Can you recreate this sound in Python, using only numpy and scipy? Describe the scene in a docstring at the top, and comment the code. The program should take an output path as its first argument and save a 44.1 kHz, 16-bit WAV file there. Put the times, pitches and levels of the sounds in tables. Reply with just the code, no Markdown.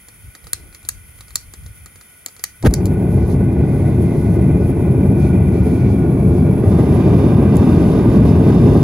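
"""Lighting a propane furnace

On a breezy concrete driveway, gas hisses from a jet and whistles through the burner tube while a long
piezo lighter rattles and snaps. The pooled gas catches with a bang and a falling thump. The flame then
roars in the lined chamber, brightening as the microphone moves over the open mouth, and the warming
charge of metal gives a few thin ticks."""
import sys
import numpy as np
from scipy import signal
from scipy.fft import rfft, irfft, next_fast_len
from scipy.io import wavfile
from scipy.ndimage import uniform_filter1d, minimum_filter1d

SR = 44100
rng = np.random.default_rng(int(sys.argv[2]) if len(sys.argv) > 2 else 0)


def file_out(sig):
    """Save sig as 16-bit WAV at sys.argv[1]."""
    # one column per channel
    cols = np.atleast_2d(sig).T
    # limit, then scale
    lim = np.clip(cols, -1, 1)
    pcm = np.round(lim * 32767).astype(np.int16)
    wavfile.write(sys.argv[1], SR, pcm)


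N = 389403
FFT_SIZE = next_fast_len(N, real=True)
TIME = np.arange(N) / SR
HZ = np.maximum(np.arange(FFT_SIZE // 2 + 1) * SR / FFT_SIZE, 1)
# the pooled gas catches, burns fastest a moment later, and leaves a flame on the burner
CATCH_S, BANG_S, FLAME_S = 2.59, 2.653, 2.676
FLAME_ATTACK_S = 0.01

# Table levels are relative. Spread is a bell curve's sigma; likeness is left-right correlation.
# puffs of breeze on the microphone: t/s, level/dB, spread/s
BREEZE_PUFFS = [(.13, -51, 0.09), (.27, -36.5, 0.027), (.465, -37, 0.022), (.54, -39, .016),
                (.65, -40, 0.059), (.86, -44, 0.022), (.945, -38.5, 0.033), (1.06, -44, 0.053),
                (1.2, -43, 0.044), (1.35, -42, 0.042), (1.49, -42, 0.049), (1.61, -36, 0.019),
                (1.68, -34.5, 0.035), (1.77, -43, .016), (1.84, -37.5, 0.024), (1.96, -46.5, .03),
                (2.49, -53.5, .08)]
# tone of their low buffeting: f/Hz, level/dB
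BREEZE_TONE = [(20, -10), (40, 6), (65, 10), (100, 7), (160, -5), (250, -17), (500, -49), (1000, -70)]
# tone of the outdoor bed: f/Hz, level/dB
YARD_TONE = [(20, -50), (90, -2.5), (160, 5), (240, 0), (420, -4.5), (1000, -10), (2000, -11.5),
             (6000, -42)]
# stereo image of the open air: f/Hz, likeness
AIR_LIKENESS = [(100, 1), (500, 0.49), (2000, 0.19), (5000, 0.063)]
# tone of the gas jet at the orifice: f/Hz, level/dB
JET_TONE = [(3000, -3.5), (4300, -16.5), (5000, -11.5), (7400, -12), (8000, -13.5), (8600, 4), (9000, 0.5),
            (10300, 1), (11700, -1.5), (12500, -6.5), (13200, -15), (14300, -17), (15200, -5), (16500, -26)]
# stereo image of the jet: f/Hz, likeness
JET_LIKENESS = [(3000, .45), (7200, 0.69), (8400, 0.94), (11000, 0.85)]
# brief dips and surges in the jet's hiss: t/s, gain/dB, spread/s
JET_DIPS = [(2.79, -4, .025), (3.133, 4.5, 0.018), (3.214, -6, .015), (3.592, -6, 0.055), (4.61, -4, 0.016),
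            (4.82, 1.5, .028), (5.85, -7, 0.025), (6.04, -4.5, .018), (6.874, 3.5, .05), (8.58, -11, .02)]
# air-column resonances of the burner tube: f/Hz, width/Hz, level/dB
TUBE_MODES = [(1475, 40, 12.5), (2020, 240, 2), (2365, 130, 4), (3450, 540, -10.5)]
# the whistle's glide and its three lower modes: t/s, pitch shift/%, first/dB, second/dB, third/dB
WHISTLE_MOVES = [(2.4, 0, 0.5, 2.5, -1.5), (2.9, 0, 2, 1, -0.5), (4.0, 0.5, -0.5, 2, -6),
                 (4.5, 0.36, 0.5, 1.5, 0), (5.15, 0, 0.5, -3.5, -0.5), (5.6, -1, 1.5, -0.5, 3),
                 (6.4, -3, -1.5, -11, 0), (6.75, -2.5, -1, 3, -2), (7.2, 0, -1, -3.5, 4),
                 (7.9, 0, 4, 1, -1), (8.6, .5, -7, -1, -2.5)]
# the microphone's move: t/s, position (0 beside the furnace, 1 over its mouth)
MIC_PATH = [(5.3, 0.12), (6.55, 0.36), (6.76, 0.87), (7.05, 0.97), (7.7, 1)]
# the lighter's trigger sliding and springing back: t/s, level/dB
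TRIGGER_CLICKS = [(.085, -35.5), (.3512, -32.5), (.4425, -39), (.4694, -32), (.7273, -42), (.7473, -31),
                  (.8291, -43), (.8506, -35), (1.1873, -43), (1.2078, -31), (1.2826, -40), (1.306, -37),
                  (1.5375, -30), (1.6353, -44), (1.6622, -35), (1.8598, -31.5), (1.958, -39), (2.0114, -36),
                  (2.263, -29.5), (2.2843, -35), (2.3646, -37.5), (2.3946, -34), (2.6265, -29),
                  (2.7083, -35), (2.865, -32)]
# the piezo hammer's snaps: t/s, level/dB, rebound delay/s, rebound gain/dB, grip knock/dB
HAMMER_SNAPS = [(0.5327, -15, 0.0017, -5.5, -23), (0.8887, -15, 0.0032, -6, -31),
                (1.357, -13.5, 0.0026, -8.5, -15), (2.262, -25.5, 0.0026, -19, -19.5),
                (2.4396, -15, 0.002, -3.5, -20), (2.7391, -18.5, 0.0014, -2, -17),
                (2.8565, -30.5, 0.0045, -5, -21)]
# resonances of the lighter's plastic case: f/Hz, width/Hz, level/dB
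CASE_MODES = [(320, 120, -9.5), (499, 97, -2), (785, 260, -9.5), (1280, 140, 0.5), (1680, 130, -8),
              (1910, 180, 1.5), (2210, 170, 3), (2710, 260, -5.5), (4440, 620, 6), (5000, 590, 2.5),
              (5700, 370, 4.5), (6440, 410, 3.5), (7050, 530, 11.5), (7690, 420, 12), (8440, 410, 15),
              (10300, 1500, -1.5), (11600, 600, 0), (15100, 1500, -14)]
# the case's tone over all directions, its peaks blurred: f/Hz, level/dB
CASE_ALL_ROUND = [(250, -14), (500, -2), (1000, -6), (2000, 5), (3300, 1.5), (4500, 8), (6800, 10),
                  (9000, 3), (12000, 9), (13500, -13)]
# resonances of the hollow grip: f/Hz, width/Hz, level/dB
GRIP_MODES = [(525, 100, -5), (860, 160, -6), (1230, 150, -4), (2150, 400, 0), (3020, 550, 3),
              (4540, 450, 7)]
# tone of the ignition bang: f/Hz, level/dB
BANG_TONE = [(40, -5), (130, 9), (280, 4.5), (440, 2.5), (560, -6.5), (800, -7), (1150, -18), (1500, -17.5),
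             (2200, -25), (4000, -31), (7000, -35), (11000, -32), (16000, -45)]
# tone of turbulent burning: f/Hz, level/dB
FLAME_TONE = [(20, -35), (33, -26.5), (48, -15.5), (63, -5), (100, -1), (135, -2), (190, -3.5), (260, -5),
              (430, -11), (520, -17), (780, -26), (1100, -36.5), (1700, -45), (3000, -66)]
# stereo image of the flame: f/Hz, likeness
FLAME_LIKENESS = [(100, 1), (250, 0.98), (500, 1), (1000, 0.77), (2500, 0.54), (3500, 0.74), (7200, 0.55),
                  (8200, 1)]
# the chamber's peaks and notches: f/Hz, width/Hz, gain from beside/dB, gain from above/dB
CHAMBER_EQ = [(165.3, 8.5, -6, 1), (195.3, 32, 5, 0.5), (217, 16.4, -14.5, 1), (292.7, 13.7, -13.5, -2.5),
              (305, 17, -0.5, -2.5), (344, 50, 3, 0), (434, 37, 1.5, 1), (494.6, 63, -9, -6.5),
              (1297, 200, 5, 16), (1331, 112, -25, -32)]
# resonances of the gap round the crucible: f/Hz, width/Hz, level/dB
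MOUTH_MODES = [(1040, 190, 12), (1525, 110, -6.5), (1870, 92, -3.5), (2560, 154, 1.5), (3250, 280, -9),
               (3480, 300, -20.5), (4600, 290, -13.5), (5100, 260, -22), (10200, 5700, -13)]
# sinking and flaring of the treble in the flame's rush: t/s, gain/dB
TREBLE_FLARES = [(7.3, -1.5), (7.42, -8), (7.6, 0.5), (8.0, 1), (8.07, -5), (8.13, 2), (8.23, -4),
                 (8.28, 4), (8.38, -4), (8.5, 0.5)]
# soft swells of hiss: t/s, level/dB, spread/s
HISS_SWELLS = [(3.15, -64, 0.061), (3.25, -56, 0.054), (3.322, -50, 0.017), (3.75, -59, 0.14),
               (4.22, -55.5, 0.19), (4.63, -58, .035), (5.24, -51.5, 0.046), (5.56, -56, .03),
               (5.73, -52.5, 0.09), (5.91, -54, 0.037), (6.366, -55, 0.044), (6.72, -55, 0.027)]
# ticks of the warming charge: t/s, level/dB
HEAT_TICKS = [(7.5578, -15), (7.569, -10), (7.578, -24)]
# phase between the sides of the microphone pair: f/Hz, left lead/rad
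MIC_PHASE = [(150, 0), (800, -0.7), (1290, -0.34), (1800, 1.3), (2100, -0.65), (2850, -1.5), (3500, -1.5),
             (4300, -0.5), (5000, 0.1), (5750, -2.5), (6400, 1.5), (7300, 0.5), (7700, 4), (8500, 3),
             (10400, 6), (11500, 5), (12800, 11), (14200, 10.5), (14700, 14)]
# balance of the microphone pair: f/Hz, left minus right/dB
MIC_BALANCE = [(650, 0.5), (950, -4), (1250, 0.5), (1600, -6), (2300, 1), (3400, -4), (5200, 0), (8000, 0)]


def from_db(db):
    """Decibels to gain."""
    return np.exp(np.asarray(db) * (np.log(10) / 20))


def unit_power(x):
    """Scale to an RMS of 1."""
    return x / np.sqrt(np.mean(x ** 2) + 1e-20)


def automation(rows):
    """Breakpoints in time to one curve per value column."""
    times, *columns = np.transpose(rows)
    return [np.interp(TIME, times, column) for column in columns]


def over_hz(points):
    """Breakpoints joined on a log-frequency axis."""
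    hz, value = np.transpose(points)
    return np.interp(np.log(HZ), np.log(hz), value)


def filtered(x, response):
    """Pass a sound through a frequency response."""
    return irfft(rfft(x, FFT_SIZE) * response, FFT_SIZE)[..., :N]


def lowpass(hz, order):
    """Response that rolls off the top."""
    return 1 / (1 + (HZ / hz) ** order)


def highpass(hz, order):
    """Response that rolls off the bottom."""
    return 1 / (1 + (hz / HZ) ** order)


def delayed(seconds):
    """Response of a pure delay."""
    return np.exp(-2j * np.pi * HZ * seconds)


def resonances(modes):
    """Response of damped resonators in parallel, with notches between them."""
    return sum(from_db(db) / (1 + 1j * (HZ ** 2 - hz ** 2) / (HZ * width)) for hz, width, db in modes)


def panned(x, left_db):
    """Lift the left side over the right by left_db."""
    return x * from_db(left_db * np.array([[0.5], [-0.5]]))


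def drift(rate_hz):
    """Smooth random modulation with an RMS of 1."""
    return unit_power(filtered(rng.standard_normal(N), lowpass(rate_hz, 2)))


def noise(response, likeness):
    """Coloured stereo noise of unit power, its two sides partly alike."""
    mid, side = rfft(rng.standard_normal((2, FFT_SIZE)))
    alike = np.clip(likeness, -1, 1)
    stereo = np.sqrt(1 + alike) * mid + np.sqrt(1 - alike) * side * [[1], [-1]]
    return unit_power(irfft(stereo * response, FFT_SIZE)[:, :N])


def contacts(rows, t60_s):
    """Each contact (t/s, level/dB) sets off a burst of chatter that dies away."""
    hits = np.zeros(N)
    for at_s, db in rows:
        hits[round(at_s * SR)] += from_db(db)
    envelope = signal.lfilter([1], [1, -from_db(-60 / (t60_s * SR))], hits + 1e-18)
    return envelope * rng.choice([-1, 1], N)


def bell(at_s, spread_s):
    """A smooth rise to 1 and fall around a moment."""
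    return np.exp(-0.5 * ((TIME - at_s) / spread_s) ** 2)


def humps(rows):
    """An envelope with one bell for each (t/s, level/dB, spread/s)."""
    return sum(from_db(db) * bell(at_s, spread_s) for at_s, db, spread_s in rows)


def fade_in(start_s, length_s):
    """A straight rise from 0 to 1."""
    return np.clip((TIME - start_s) / length_s, 0, 1)


def burst(peak_s, rise_db_per_s, hold_s, fall_db_per_s):
    """An attack-hold-decay envelope, straight in dB."""
    attack_db = rise_db_per_s * (TIME - peak_s)
    decay_db = fall_db_per_s * (peak_s + hold_s - TIME)
    return from_db(np.clip(np.minimum(attack_db, decay_db), -200, 0))


def overhead():
    """How far the microphone is over the mouth, 0 to 1."""
    return np.clip(automation(MIC_PATH)[0], 0, 1)


def beamed(above_db):
    """Gain that moves from unity beside the furnace to above_db over its mouth."""
    return 1 + (from_db(above_db) - 1) * overhead() ** 2


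def outdoors(yard_db=-56, calm_db=-58):
    """Puffs of a light breeze buffet the microphone over a faint outdoor bed."""
    gusts = np.hypot(from_db(calm_db), humps(BREEZE_PUFFS))
    breeze = gusts * noise(from_db(over_hz(BREEZE_TONE)), likeness=0.73)
    return breeze + from_db(yard_db) * noise(from_db(over_hz(YARD_TONE)), over_hz(AIR_LIKENESS))


def gas(jet_db=-48, tube_cold_db=-55.5, tube_lit_db=-46.5, jet_flutter_db=0.7, tube_flutter_db=1.7):
    """The jet hisses at the orifice and sounds the burner tube, which swells once the flame draws air."""
    wall_comb = 1 + from_db(-10) * delayed(0.000892)   # reflection off the furnace wall
    lit_draught = from_db(tube_lit_db + tube_flutter_db * drift(5.2)) * firing(warming_db_per_s=0.55)
    draught = np.hypot(from_db(tube_cold_db), lit_draught)
    air = noise(wall_comb / (1 + (1200 / HZ) ** 4 + (HZ / 3200) ** 6), likeness=0.85)
    tube = draught * beamed(above_db=-2) * whistle(air)
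    dips_db = sum(db * bell(at_s, spread_s) for at_s, db, spread_s in JET_DIPS)
    flow = from_db(jet_db + dips_db + sputter() + jet_flutter_db * drift(16))
    hiss = noise(wall_comb * from_db(over_hz(JET_TONE)) * highpass(2500, 4), over_hz(JET_LIKENESS))
    jet = flow * beamed(above_db=-2) * hiss
    return panned(tube, left_db=2.5) + off_the_ground(jet)


def whistle(air):
    """Rushing air sounds the tube's resonances, which swell, fade and glide a little."""
    shift_percent, *levels_db = automation(WHISTLE_MOVES)
    *lower, highest = TUBE_MODES
    tone = filtered(air, resonances([highest]))
    tone += sum(from_db(db) * filtered(air, resonances([mode])) for mode, db in zip(lower, levels_db))
    varispeed_s = np.cumsum(1 + shift_percent / 100) / SR % TIME[-1]
    return unit_power(np.array([np.interp(varispeed_s, TIME, side) for side in tone]))


def off_the_ground(x, echo_db=-9, path_s=0.0016, overhead_s=-0.00026, sway_s=0.00002):
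    """A reflection off the ground combs the hiss, shifting as the hand-held microphone moves."""
    lag_s = path_s + overhead_s * overhead() + sway_s * drift(0.6)
    return x + from_db(echo_db) * np.array([np.interp(TIME - lag_s, TIME, side) for side in x])


def lighter(snap_t60_s=0.013, trigger_db=10, thin_hz=400, soft_hz=540, hard_hz=7500):
    """The trigger rattles, the hammer strikes, the case rebounds: all ring the same plastic body."""
    at_s, db, rebound_s, rebound_db, _ = np.transpose(HAMMER_SNAPS)
    tick = contacts(zip(at_s, db + 6), t60_s=0.0029)
    chatter = contacts(zip(at_s, db), snap_t60_s)
    rebound = contacts(zip(at_s + rebound_s, db + rebound_db), snap_t60_s)
    # the hard little hammer hardly moves the low modes
    strikes = filtered(tick + chatter + rebound, 1 / (1 + thin_hz / (1j * HZ)))
    # the trigger's softer contacts favour them
    soft_shelf = (1 + 1j * HZ / hard_hz) / (1 + 1j * HZ / soft_hz)
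    rattle = contacts(TRIGGER_CLICKS, t60_s=0.04) + from_db(4) * contacts(TRIGGER_CLICKS, t60_s=0.0087)
    drive = strikes + from_db(trigger_db) * filtered(rattle, soft_shelf)
    body = filtered(drive, resonances(CASE_MODES)) + grip_knock()
    all_round = filtered(drive, from_db(over_hz(CASE_ALL_ROUND)))
    return driveway(panned(body, left_db=-0.5), all_round)


def driveway(direct, all_round, slap_db=-19, slap_s=0.011, tail_db=-13.5, t60_s=0.2):
    """One slap off the concrete, then a thin tail as walls and clutter scatter the all-round sound."""
    scatter = rng.standard_normal((2, N)) * from_db(-60 * TIME / t60_s) * fade_in(0, slap_s)
    scatter /= np.sqrt(np.sum(scatter ** 2, axis=1, keepdims=True))
    dull = lowpass(12000, 4)
    slap = filtered(direct, from_db(slap_db) * delayed(slap_s) * dull)
    tail = filtered(all_round, from_db(tail_db) * rfft(scatter, FFT_SIZE) * dull)
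    return direct + slap + tail


def grip_knock():
    """Each snap jolts the hollow grip, which answers with a short, dry knock."""
    at_s, *_, knock_db = np.transpose(HAMMER_SNAPS)
    return filtered(contacts(zip(at_s, knock_db), t60_s=0.0076), resonances(GRIP_MODES))


def hand_rub(level_db=-53, grain_db=2, pitch_hz=340, width_hz=90):
    """The hand rubs on the lighter as it shifts its hold."""
    envelope = from_db(level_db + grain_db * drift(30)) * bell(at_s=0.63, spread_s=0.088)
    return envelope * noise(resonances([(pitch_hz, width_hz, 0)]), likeness=0.62)


def thump(level_db=-3, stir_db=-28, peak_s=2.676, hold_s=0.015, start_hz=105, end_hz=42, sag_s=0.014):
    """The chamber stirs as the gas catches, heaves with the bang, and sags in pitch once it is spent."""
    hz = end_hz + (start_hz - end_hz) * np.exp(-np.maximum(TIME - peak_s, 0) / sag_s)
    stir = from_db(stir_db) * fade_in(CATCH_S, 0.031) ** 2 * (1 - fade_in(BANG_S, hold_s))
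    heave = from_db(level_db) * burst(peak_s, 1300, hold_s, 580)
    return (stir + heave) * np.sin(2 * np.pi * np.cumsum(hz * (TIME > CATCH_S)) / SR)


def bang(flare_s=2.638, flare_db=-15, crack_db=1.5, split_hz=1100, grit_db=0.5, hold_s=0.018):
    """A pocket of gas flares, then the front sweeps the rest in a whoomph, cracking at its fastest."""
    front = from_db(grit_db * drift(250)) * noise(from_db(over_hz(BANG_TONE)), over_hz(FLAME_LIKENESS))
    whoomph = filtered(front, lowpass(split_hz, 4))
    crack = from_db(crack_db) * (front - whoomph) * burst(BANG_S, 3200, hold_s, 2300)
    flare = from_db(flare_db) * burst(flare_s, 3200, BANG_S - flare_s, 2600)
    sweep = burst(BANG_S, 1700, hold_s, 2600)
    return whoomph * np.maximum(flare, sweep) + crack


def firing(warming_db_per_s, starved_db=-7, recover_s=0.1):
    """Strength of the flame: it lights starved of air, recovers, and grows as the chamber warms."""
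    age_s = np.maximum(TIME - FLAME_S, 0)
    strength_db = starved_db * np.exp(-age_s / recover_s) + warming_db_per_s * age_s
    return fade_in(FLAME_S, FLAME_ATTACK_S) * from_db(strength_db)


def flame(rumble_db=-13.5, roar_db=-20, rush_db=-54.5, split_hz=220):
    """Turbulent burning in the chamber: rumble, roar and fine rush; the finer, the more it beams up."""
    tone, likeness = from_db(over_hz(FLAME_TONE)), over_hz(FLAME_LIKENESS)
    low_share = lowpass(split_hz, 6)
    surge = drift(41)   # lifts the roar and the rush together
    rumble = from_db(rumble_db) * beamed(above_db=0.13) * noise(tone * np.sqrt(low_share), likeness)
    roar_gain = from_db(roar_db + 1.5 * surge) * beamed(above_db=4)
    roar = roar_gain * noise(tone * np.sqrt(1 - low_share), likeness)
    rush_gain = from_db(rush_db + 0.5 * surge + 0.5 * drift(3.2)) * beamed(above_db=16.5)
    rush = flaring(rush_gain * noise(resonances(MOUTH_MODES) * lowpass(11000, 8), likeness))
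    burning = panned(rumble, 0.63) + panned(roar, -0.75) + off_the_ground(panned(rush, -1.5))
    return firing(warming_db_per_s=0.45) * chamber(burning)


def flaring(rush, treble_hz=3000):
    """The treble of the rush sinks and flares while its body holds steady."""
    treble = filtered(rush, highpass(treble_hz, 8))
    return rush + (from_db(automation(TREBLE_FLARES)[0]) - 1) * treble


def chamber(burning):
    """The chamber's peaks and notches colour the flame, crossfading with the listening angle."""
    beside_db = above_db = 0
    for hz, width, side_db, top_db in CHAMBER_EQ:
        band = 1 / (1 + (2 * (HZ - hz) / width) ** 2)
        beside_db += side_db * band
        above_db += top_db * band
    beside, above = filtered(burning, from_db(beside_db)), filtered(burning, from_db(above_db))
    return (1 - overhead()) * beside + overhead() * above


def sputter(rate_hz=5.4, width_hz=5.6, depth_db=1.5, mean_db=-1):
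    """The burning chamber pushes back on the jet, pulsing its hiss unevenly; a gain in dB."""
    pulsing = unit_power(filtered(rng.standard_normal(N), resonances([(rate_hz, width_hz, 0)])))
    return fade_in(FLAME_S, FLAME_ATTACK_S) * (mean_db + depth_db * pulsing)


def hiss_swells(centre_hz=4500, width_hz=4800):
    """A broad hiss swells softly now and then."""
    return humps(HISS_SWELLS) * noise(resonances([(centre_hz, width_hz, 0)]) ** 2, likeness=0.5)


def heat_ticks(pitch_hz=11000, width_hz=4500):
    """A few thin, sharp ticks in quick succession as the charge warms."""
    ring = resonances([(pitch_hz, width_hz, 0)]) * lowpass(12500, 8)
    return filtered(contacts(HEAT_TICKS, t60_s=0.005), ring)


def scene():
    """Open air, gas and lighter, then the ignition and the burning furnace."""
    lead_in = outdoors() + gas() + lighter() + hand_rub()
    return lead_in + thump() + bang() + flame() + hiss_swells() + heat_ticks()


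def record(dry, ceiling=0.97, limiter_samples=300, cutoff_hz=15800):
    """The microphone pair skews phase and balance; a fast limiter and a steep high cut follow."""
    phase_skew = np.exp(1j * over_hz(MIC_PHASE) * [[0.5], [-0.5]])
    pair = filtered(dry, panned(phase_skew, over_hz(MIC_BALANCE)))
    safe_gain = np.minimum(1, ceiling / (np.abs(pair).max(axis=0) + 1e-9))
    gain = uniform_filter1d(minimum_filter1d(safe_gain, limiter_samples), limiter_samples)
    return filtered(pair * gain, np.sqrt(lowpass(cutoff_hz, 160)))


dry = scene()
out = record(dry)
file_out(out)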